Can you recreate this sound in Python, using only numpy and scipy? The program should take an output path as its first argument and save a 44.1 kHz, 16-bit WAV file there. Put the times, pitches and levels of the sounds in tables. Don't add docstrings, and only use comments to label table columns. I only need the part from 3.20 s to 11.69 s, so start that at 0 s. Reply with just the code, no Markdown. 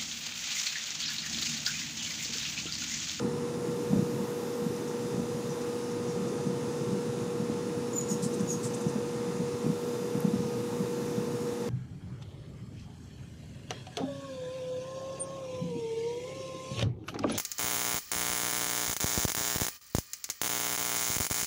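import sys
import numpy as np
from scipy import signal
from scipy.fft import rfft, irfft
from scipy.io import wavfile
from scipy.ndimage import uniform_filter1d, map_coordinates

SR = 44100
rng = np.random.default_rng(int(sys.argv[2]) if len(sys.argv) > 2 else 0)


def nominal_scale(level):
    x = np.asarray(level, float) / 20
    return 10 ** x


def file_out(sig):
    cols = np.atleast_2d(sig).T
    lim = np.clip(cols, -1, 1)
    pcm = np.round(lim * 32767).astype(np.int16)
    wavfile.write(sys.argv[1], SR, pcm)


N = 374397


def unit(x):
    return x / np.sqrt(np.mean(x ** 2) + 1e-20)


def along(points, hz):
    f, v = np.transpose(points)
    return np.interp(np.log(hz + 1), np.log(f + 1), v)


def curve(rows):
    return np.interp(np.arange(N) / SR, *np.transpose(rows))


def wobble(rate):
    knots = rng.standard_normal(int(N * rate / SR) + 4)
    return map_coordinates(knots, [np.arange(N) * rate / SR])


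def add(track, s, sound):
    part = track[max(round(s * SR), 0):][:len(sound)]
    part += sound[:len(part)]


def sing(pitch_hz):
    return np.sin(2 * np.pi * np.cumsum(pitch_hz) / SR)


def rush(spectrum, patchy_db):
    z = signal.stft(rng.standard_normal(N + 8192), nperseg=512)[2]
    field = uniform_filter1d(rng.standard_normal(z.shape), 6, 0)
    field = uniform_filter1d(field, 14, 1)
    x = signal.istft(z * nominal_scale(patchy_db * unit(field)), nperseg=512)[1]
    colour = nominal_scale(along(spectrum, np.fft.rfftfreq(len(x), 1 / SR)))
    return unit(irfft(rfft(x) * colour, len(x))[:N])


def band(count, hz, width_hz):
    away = (np.fft.rfftfreq(count, 1 / SR) - hz) / width_hz
    bell = np.exp(-.5 * away ** 2 - .1 * away ** 6)
    return unit(irfft(rfft(rng.standard_normal(count)) * bell, count))


def air():
    # [Hz, dB per Hz]
    fan_colour = [(150, -25), (250, -6.5), (284, -6), (426, -7), (452, -5.5), (479, -7.5), (507, -7.5),
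                  (538, -13), (647, -18.5), (875, -17), (1230, -22), (2140, -28.5), (4000, -39.5),
                  (5200, -54), (8800, -120)]
    # [Hz, dB per Hz]
    hiss_colour = [(1470, -62), (2500, 0), (3320, -4.5), (3580, 0), (4580, -1), (5540, 1), (7080, 0),
                   (7640, -3), (10200, -5), (11900, -13.5), (13200, -14), (15600, -17)]
    # [Hz, dB per Hz]
    shimmer_colour = [(6180, -21), (10500, 6), (11600, 10), (13100, 15), (14500, 8), (15600, 3)]
    # [s, s, dB]
    choruses = [
        (.4, 2.55, -62.5),
        (4.95, 5.7, -66),
        (6.4, 8.6, -63),
    ]
    fade_s, lull_db = .2, -73

    fan = nominal_scale(-40) * rush(fan_colour, patchy_db=0.9)
    hiss = nominal_scale(-51 + 0.24 * wobble(2.83)) * rush(hiss_colour, patchy_db=0.94)
    t = np.arange(N) / SR
    strength = nominal_scale(lull_db)
    for start_s, end_s, db in choruses:
        inside_s = np.minimum(t - start_s, end_s - t)
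        strength = strength + nominal_scale(db) * np.clip(inside_s / fade_s / 2 + .5, 0, 1)
    insects = strength * nominal_scale(1.2 * wobble(2.52) - 2.5) * rush(shimmer_colour, patchy_db=.5)
    return fan + hiss + insects


def comb(order, level_db, turn_hz):
    turn = np.arange(1024) / 1024
    cycles = []
    for _ in range(3):
        start = rng.random((len(order), 1))
        cycles.append(nominal_scale(level_db + 3) @ np.sin(2 * np.pi * (order[:, None] * turn + start)))
    angle = turn_hz * np.arange(N) / SR + .0004 * wobble(6)
    at = angle % 1 * len(turn)
    direct, *side = [map_coordinates(c, [at], mode="grid-wrap") for c in cycles]
    return direct + 0.27 * sum(path * wobble(5) for path in side)


def compressor():
    # [Hz, dB rms]
    mains = [
        (119.95, -55.5),
        (239.9, -45.5),
        (359.85, -78),
        (479.8, -36.5),
    ]
    # [times the shaft rate, dB rms]
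    strongest = [(15, -57), (17, -56.5), (18, -66), (21, -60.5), (23, -61.5), (44, -72), (48, -76),
                 (60, -71.5), (61, -69.5), (62, -89), (67, -74.5), (83, -69), (85, -78), (92, -67.5),
                 (101, -69.5), (104, -70), (109, -82), (110, -70), (112, -80), (115, -69.5), (116, -93.5),
                 (117, -73), (119, -70), (124, -75.5), (143, -77), (145, -87.5), (148, -92), (151, -87),
                 (153, -84), (160, -84)]
    # [Hz, dB rms]
    shell = [(1700, -79), (2500, -81), (4500, -84.5), (6000, -80), (8000, -86), (11000, -84)]
    # [times its rate, dB rms]
    rotor = [(9, -62), (10, -67.5), (12, -76), (13, -68), (14, -62.5), (15, -58.5), (16, -63.5), (17, -62),
             (18, -62), (19, -67), (20, -67.5), (21, -60.5), (23, -62.5), (24, -76), (25, -74.5),
             (31, -69.5)]
    shaft_hz, rotor_hz = 58.837, 59.02

    t = np.arange(N) / SR
    hum = np.zeros(N)
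    for hz, db in mains:
        hum += nominal_scale(db + 2.5 + 0.82 * wobble(14)) * np.sin(2 * np.pi * hz * t + 0.04 * wobble(11))
    order = np.arange(28, 190)
    level_db = along(shell, order * shaft_hz) + 3.5 * rng.standard_normal(len(order))
    for multiple, db in strongest:
        level_db[order == multiple] = db
    rotor_order, rotor_db = np.transpose(rotor)
    return hum + comb(order, level_db, shaft_hz) + comb(rotor_order, rotor_db, rotor_hz)


def breeze():
    # [Hz, dB per Hz]
    buffet = [(12, -63), (20, -26), (37, -48), (54, -25.5), (131, 3), (232, 1.5), (282, -8.5), (338, -1.5),
              (433, -7), (450, -22.5), (580, -35), (990, -120)]
    # [s, dB]
    strength = [(0.0, -35), (0.28, -38), (0.83, -34), (1.23, -42.5), (1.98, -36.5), (2.62, -42.5),
                (2.88, -36), (3.24, -38.5), (3.43, -37.5), (5.7, -38), (5.96, -39), (6.29, -37),
                (6.81, -39.5), (7.28, -36), (7.61, -38), (8.49, -38.5)]
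    # [s, dB, ms]
    thumps = [(0.054, -19.5, 7.4), (0.711, -22, 11), (0.735, -13.5, 7.8), (0.765, -16.5, 2.3),
              (0.796, -14, 9.4), (1.007, -23, 10), (1.468, -20, 7.9), (1.947, -21.5, 5), (1.999, -23, 6.2),
              (3.009, -26, 9.5), (3.272, -22, 6.3), (3.733, -23, 10), (4.204, -21, 9.7), (4.301, -19, 5.2),
              (4.92, -22, 14), (5.04, -23.5, 11), (5.211, -18.5, 13.6), (5.669, -16, 9), (5.763, -21, 8.8),
              (6.205, -23.5, 14), (6.447, -20, 5), (6.467, -17.5, 3.7), (6.495, -21.5, 12),
              (6.955, -18.5, 8), (7.053, -14, 9), (7.14, -17.5, 9), (7.194, -20, 5.9), (7.231, -22, 5.4),
              (7.61, -22, 14), (7.984, -21, 7.7)]
    eddy_hz, wide_drop_hz_per_ms, scatter_hz = 225.8, 3.26, 11
    wakes_each, trail_s = 2, .028
    wake_db, wake_share, wake_ms = -17, 0.42, 6.8

    out = nominal_scale(curve(strength)) * unit(nominal_scale(1.8 * wobble(40)) * rush(buffet, patchy_db=0.65))
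    eddies = list(thumps)
    for s, db, _ in thumps:
        for late, size, width in rng.random((wakes_each, 3)):
            small_db = wake_db + wake_share * db + 5 * (size - .5)
            eddies.append((s + .012 + trail_s * late, small_db, wake_ms * (0.54 + width)))
    t = np.arange(-1200, 1200) / SR
    for s, db, ms in eddies:
        phase, stray = rng.random(2)
        hz = eddy_hz - wide_drop_hz_per_ms * ms + scatter_hz * (4 * stray - 2)
        push = nominal_scale(-24 * (t / ms * 1000) ** 2) * np.sin(2 * np.pi * (hz * t + phase))
        edge = nominal_scale(-24 * ((t + 0.0032) / 0.002) ** 2) * np.sin(2 * np.pi * (2.9 * hz * t + phase))
        add(out, max(s, .046) + t[0], nominal_scale(db - 1) * (push + nominal_scale(.5 * db - 6.5) * edge))
    return out


def rasps(calls):
    out = np.zeros(N)
    warble, flutter = np.tanh(wobble(420)), wobble(600)
    for s, ms, hz, depth_hz, db in calls:
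        u = np.linspace(0, 1, round(ms * SR / 1000))
        at = round(s * SR)
        tone = sing(hz + depth_hz * warble[at:][:len(u)])
        noise = band(8192, hz, 1.18 * depth_hz)[:len(u)]
        shape = np.sin(np.pi * u ** .7) ** .7
        add(out, s, nominal_scale(db + 1.5 * flutter[at:][:len(u)]) * shape * (.6 * tone + 1.1 * noise))
    return out


def glides(calls):
    out = np.zeros(N)
    flutter = wobble(600)
    for s, ms, from_hz, to_hz, db in calls:
        u = np.linspace(0, 1, round(ms * SR / 1000))
        level_db = db - 3.7 * u + 2.7 * flutter[round(s * SR):][:len(u)]
        tone = sing(from_hz + (to_hz - from_hz) * u)
        add(out, s, nominal_scale(level_db) * np.sin(np.pi * u ** 0.82) * tone)
    return out


def far_birds():
    # [s, ms, Hz, dB]
    calls = [(.31, 20, 6000, -60), (1.33, 20, 5700, -54), (1.56, 15, 6000, -53), (1.675, 18, 5900, -52),
             (1.705, 15, 6000, -58), (2.40, 56, 6200, -54), (2.71, 14, 5940, -54), (2.87, 70, 6400, -55),
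             (3.07, 30, 6300, -53), (6.16, 15, 6800, -55)]
    # [s, ms, Hz, Hz, dB]
    whistles = [
        (2.288, 55, 6080, 5700, -47),
        (2.872, 75, 5750, 5400, -51),
    ]
    depth_hz, depth_hz_per_ms = 650, 9
    return rasps([(s, ms, hz, depth_hz + depth_hz_per_ms * ms, db) for s, ms, hz, db in calls]) + glides(whistles)


def bill_snap():
    # [s, Hz, dB]
    snap_s, snap_hz, snap_db = (7.0052, 11500, -27)
    out = np.zeros(N)
    t = np.arange(-60, 60) / SR
    add(out, snap_s + t[0], nominal_scale(snap_db - 3.5 * (t / .0001) ** 2) * np.cos(2 * np.pi * snap_hz * t))
    return out


def chips():
    # [s, dB]
    notes_sung = [
        (5.129, -40.5),
        (5.193, -43),
        (5.533, -40.5),
        (5.602, -43),
        (5.679, -44.5),
    ]
    # [s, dB]
    cracks = [
        (4.798, -45),
    ]
    # [ms, ms, Hz, Hz, dB]
    late_ms, rasp_ms, rasp_hz, depth_hz, rasp_db = (7.5, 18, 7750, 2000, -6)
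    chip_ms, from_hz, to_hz = 13, 6850, 5100
    falls = glides([(s, chip_ms, from_hz, to_hz, db) for s, db in notes_sung])
    harsh = [(s + late_ms / 1000, rasp_ms, rasp_hz, depth_hz, db + rasp_db) for s, db in notes_sung + cracks]
    return falls + rasps(harsh)


def buzzes():
    # [s, ms, dB]
    calls = [
        (5.021, 54, -42),
        (5.428, 58, -43.5),
    ]
    # [Hz, Hz, dB, part of the length]
    bands = [(7620, 2100, -1, 1.01), (7900, 790, -4.5, .8), (4900, 1100, -7.5, .6), (12000, 2200, -16, .8)]
    return rasps([(s, ms * share, hz, depth_hz, db + band_db)
                  for s, ms, db in calls for hz, depth_hz, band_db, share in bands])


def trill():
    # [s, ms, Hz, dB, dB]
    trills = [
        (4.871, 12.8, 6950, -32.5, -48.5),
        (5.2705, 13.8, 6780, -31, -49.5),
    ]
    # [Hz, Hz, dB]
    bands = [(5950, 850, -2), (8300, 1600, -1), (12000, 1900, -7)]
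    beats, sag_hz_per_s, scoop_hz, scoop_ms = 7, 4000, 1800, 2.3
    edge_db, dip_db, peak_at = 14.5, 7.5, .43

    out = np.zeros(N)
    harsh = []
    for s, beat_ms, hz, db, rasp_db in trills:
        ms = np.arange(round(beats * beat_ms * SR / 1000)) * 1000 / SR
        u = ms / ms[-1]
        since = ms % beat_ms
        scoop = scoop_hz * np.exp(-(since / scoop_ms) ** 2)
        pitch_hz = hz - sag_hz_per_s * ms / 1000 - scoop + 110 * wobble(400)[:len(ms)]
        swell_db = -edge_db * ((u - peak_at) / 0.42) ** 2
        beat_db = -dip_db * np.cos(np.pi * (since / beat_ms - .05)) ** 2
        level_db = db + swell_db + beat_db + 2.5 * wobble(450)[:len(ms)]
        gate = np.clip(np.minimum(since, beat_ms - since) / 0.86, 0, 1)
        add(out, s, nominal_scale(level_db) * gate * sing(pitch_hz))
        for centre_hz, depth_hz, band_db in bands:
            harsh.append((s + beat_ms / 1000, (beats - 1.2) * beat_ms, centre_hz, depth_hz, rasp_db + band_db))
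    return out + rasps(harsh)


def whistle():
    # [s, Hz, dB]
    s, hz, db = np.transpose([
        (4.726, 5800, -60),
        (4.735, 6950, -36),
        (4.748, 7130, -49),
        (4.766, 7120, -29),
        (4.775, 7030, -35),
        (4.786, 6940, -24),
        (4.803, 6900, -45),
        (4.813, 6780, -32),
        (4.826, 6950, -48),
    ])
    t = np.arange(s[0], s[-1], 1 / SR)
    phase = 2 * np.pi * np.cumsum(np.interp(t, s, hz)) / SR
    breath = nominal_scale(np.interp(t, s, db) + .8 * wobble(250)[:len(t)])
    octave_on = (t > 4.74) * (t < 4.812)
    octave = nominal_scale(-34 + 2 * wobble(300)[:len(t)]) * breath ** 0.51 * octave_on * np.sin(2 * phase)
    out = np.zeros(N)
    add(out, s[0], breath * np.sin(phase) + octave)
    return out


def yard(x):
    # [Hz, s to fall 60 dB]
    decay = [(3000, 0.34), (7000, 0.25), (14000, .1)]
    hz, t, z = signal.stft(rng.standard_normal(SR // 3), SR, nperseg=256)
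    tail = signal.istft(z * nominal_scale(-60 * t / along(decay, hz)[:, None]), SR, nperseg=256)[1]
    late = np.pad(x, (150, 0))
    return signal.fftconvolve(late, tail / np.linalg.norm(tail))[:N]


def scene():
    birds = whistle() + trill() + buzzes() + chips() + bill_snap() + far_birds()
    echo = nominal_scale(-8) * yard(birds)
    return (birds + echo + compressor() + air() + breeze())[None]


def dropouts(x):
    # [Hz, sigma]
    spared = [(9000, 3.6), (11500, 1.9), (14000, 1.4), (15700, .6)]
    hz, _, z = signal.stft(x, SR, nperseg=1024, noverlap=768)
    chance = uniform_filter1d(rng.standard_normal(z.shape), 10, 1)
    chance = unit(uniform_filter1d(chance, 5, 0))
    loudest = np.abs(z[hz > 5000]).max(axis=0)
    masked = (np.abs(z) < nominal_scale(-38) * loudest) & (hz[:, None] > 10500)
    lost = masked | (chance > along(spared, hz)[:, None])
    return signal.istft(np.where(lost, nominal_scale(-30), 1) * z, SR, nperseg=1024, noverlap=768)[1][:N]


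def band_limit(x):
    return signal.sosfilt(signal.butter(12, 15780, fs=SR, output="sos"), x)


def record(dry):
    top_hz, bass_hz = 15750, 62
    hz = np.fft.rfftfreq(N, 1 / SR)
    response = (hz < top_hz) / np.sqrt(1 + (bass_hz / (hz + 1)) ** 4)
    kept = irfft(rfft(dry) * response, N)
    mix = dropouts(kept[0])[None]
    return band_limit(mix)


dry = scene()
out = record(dry)
file_out(out)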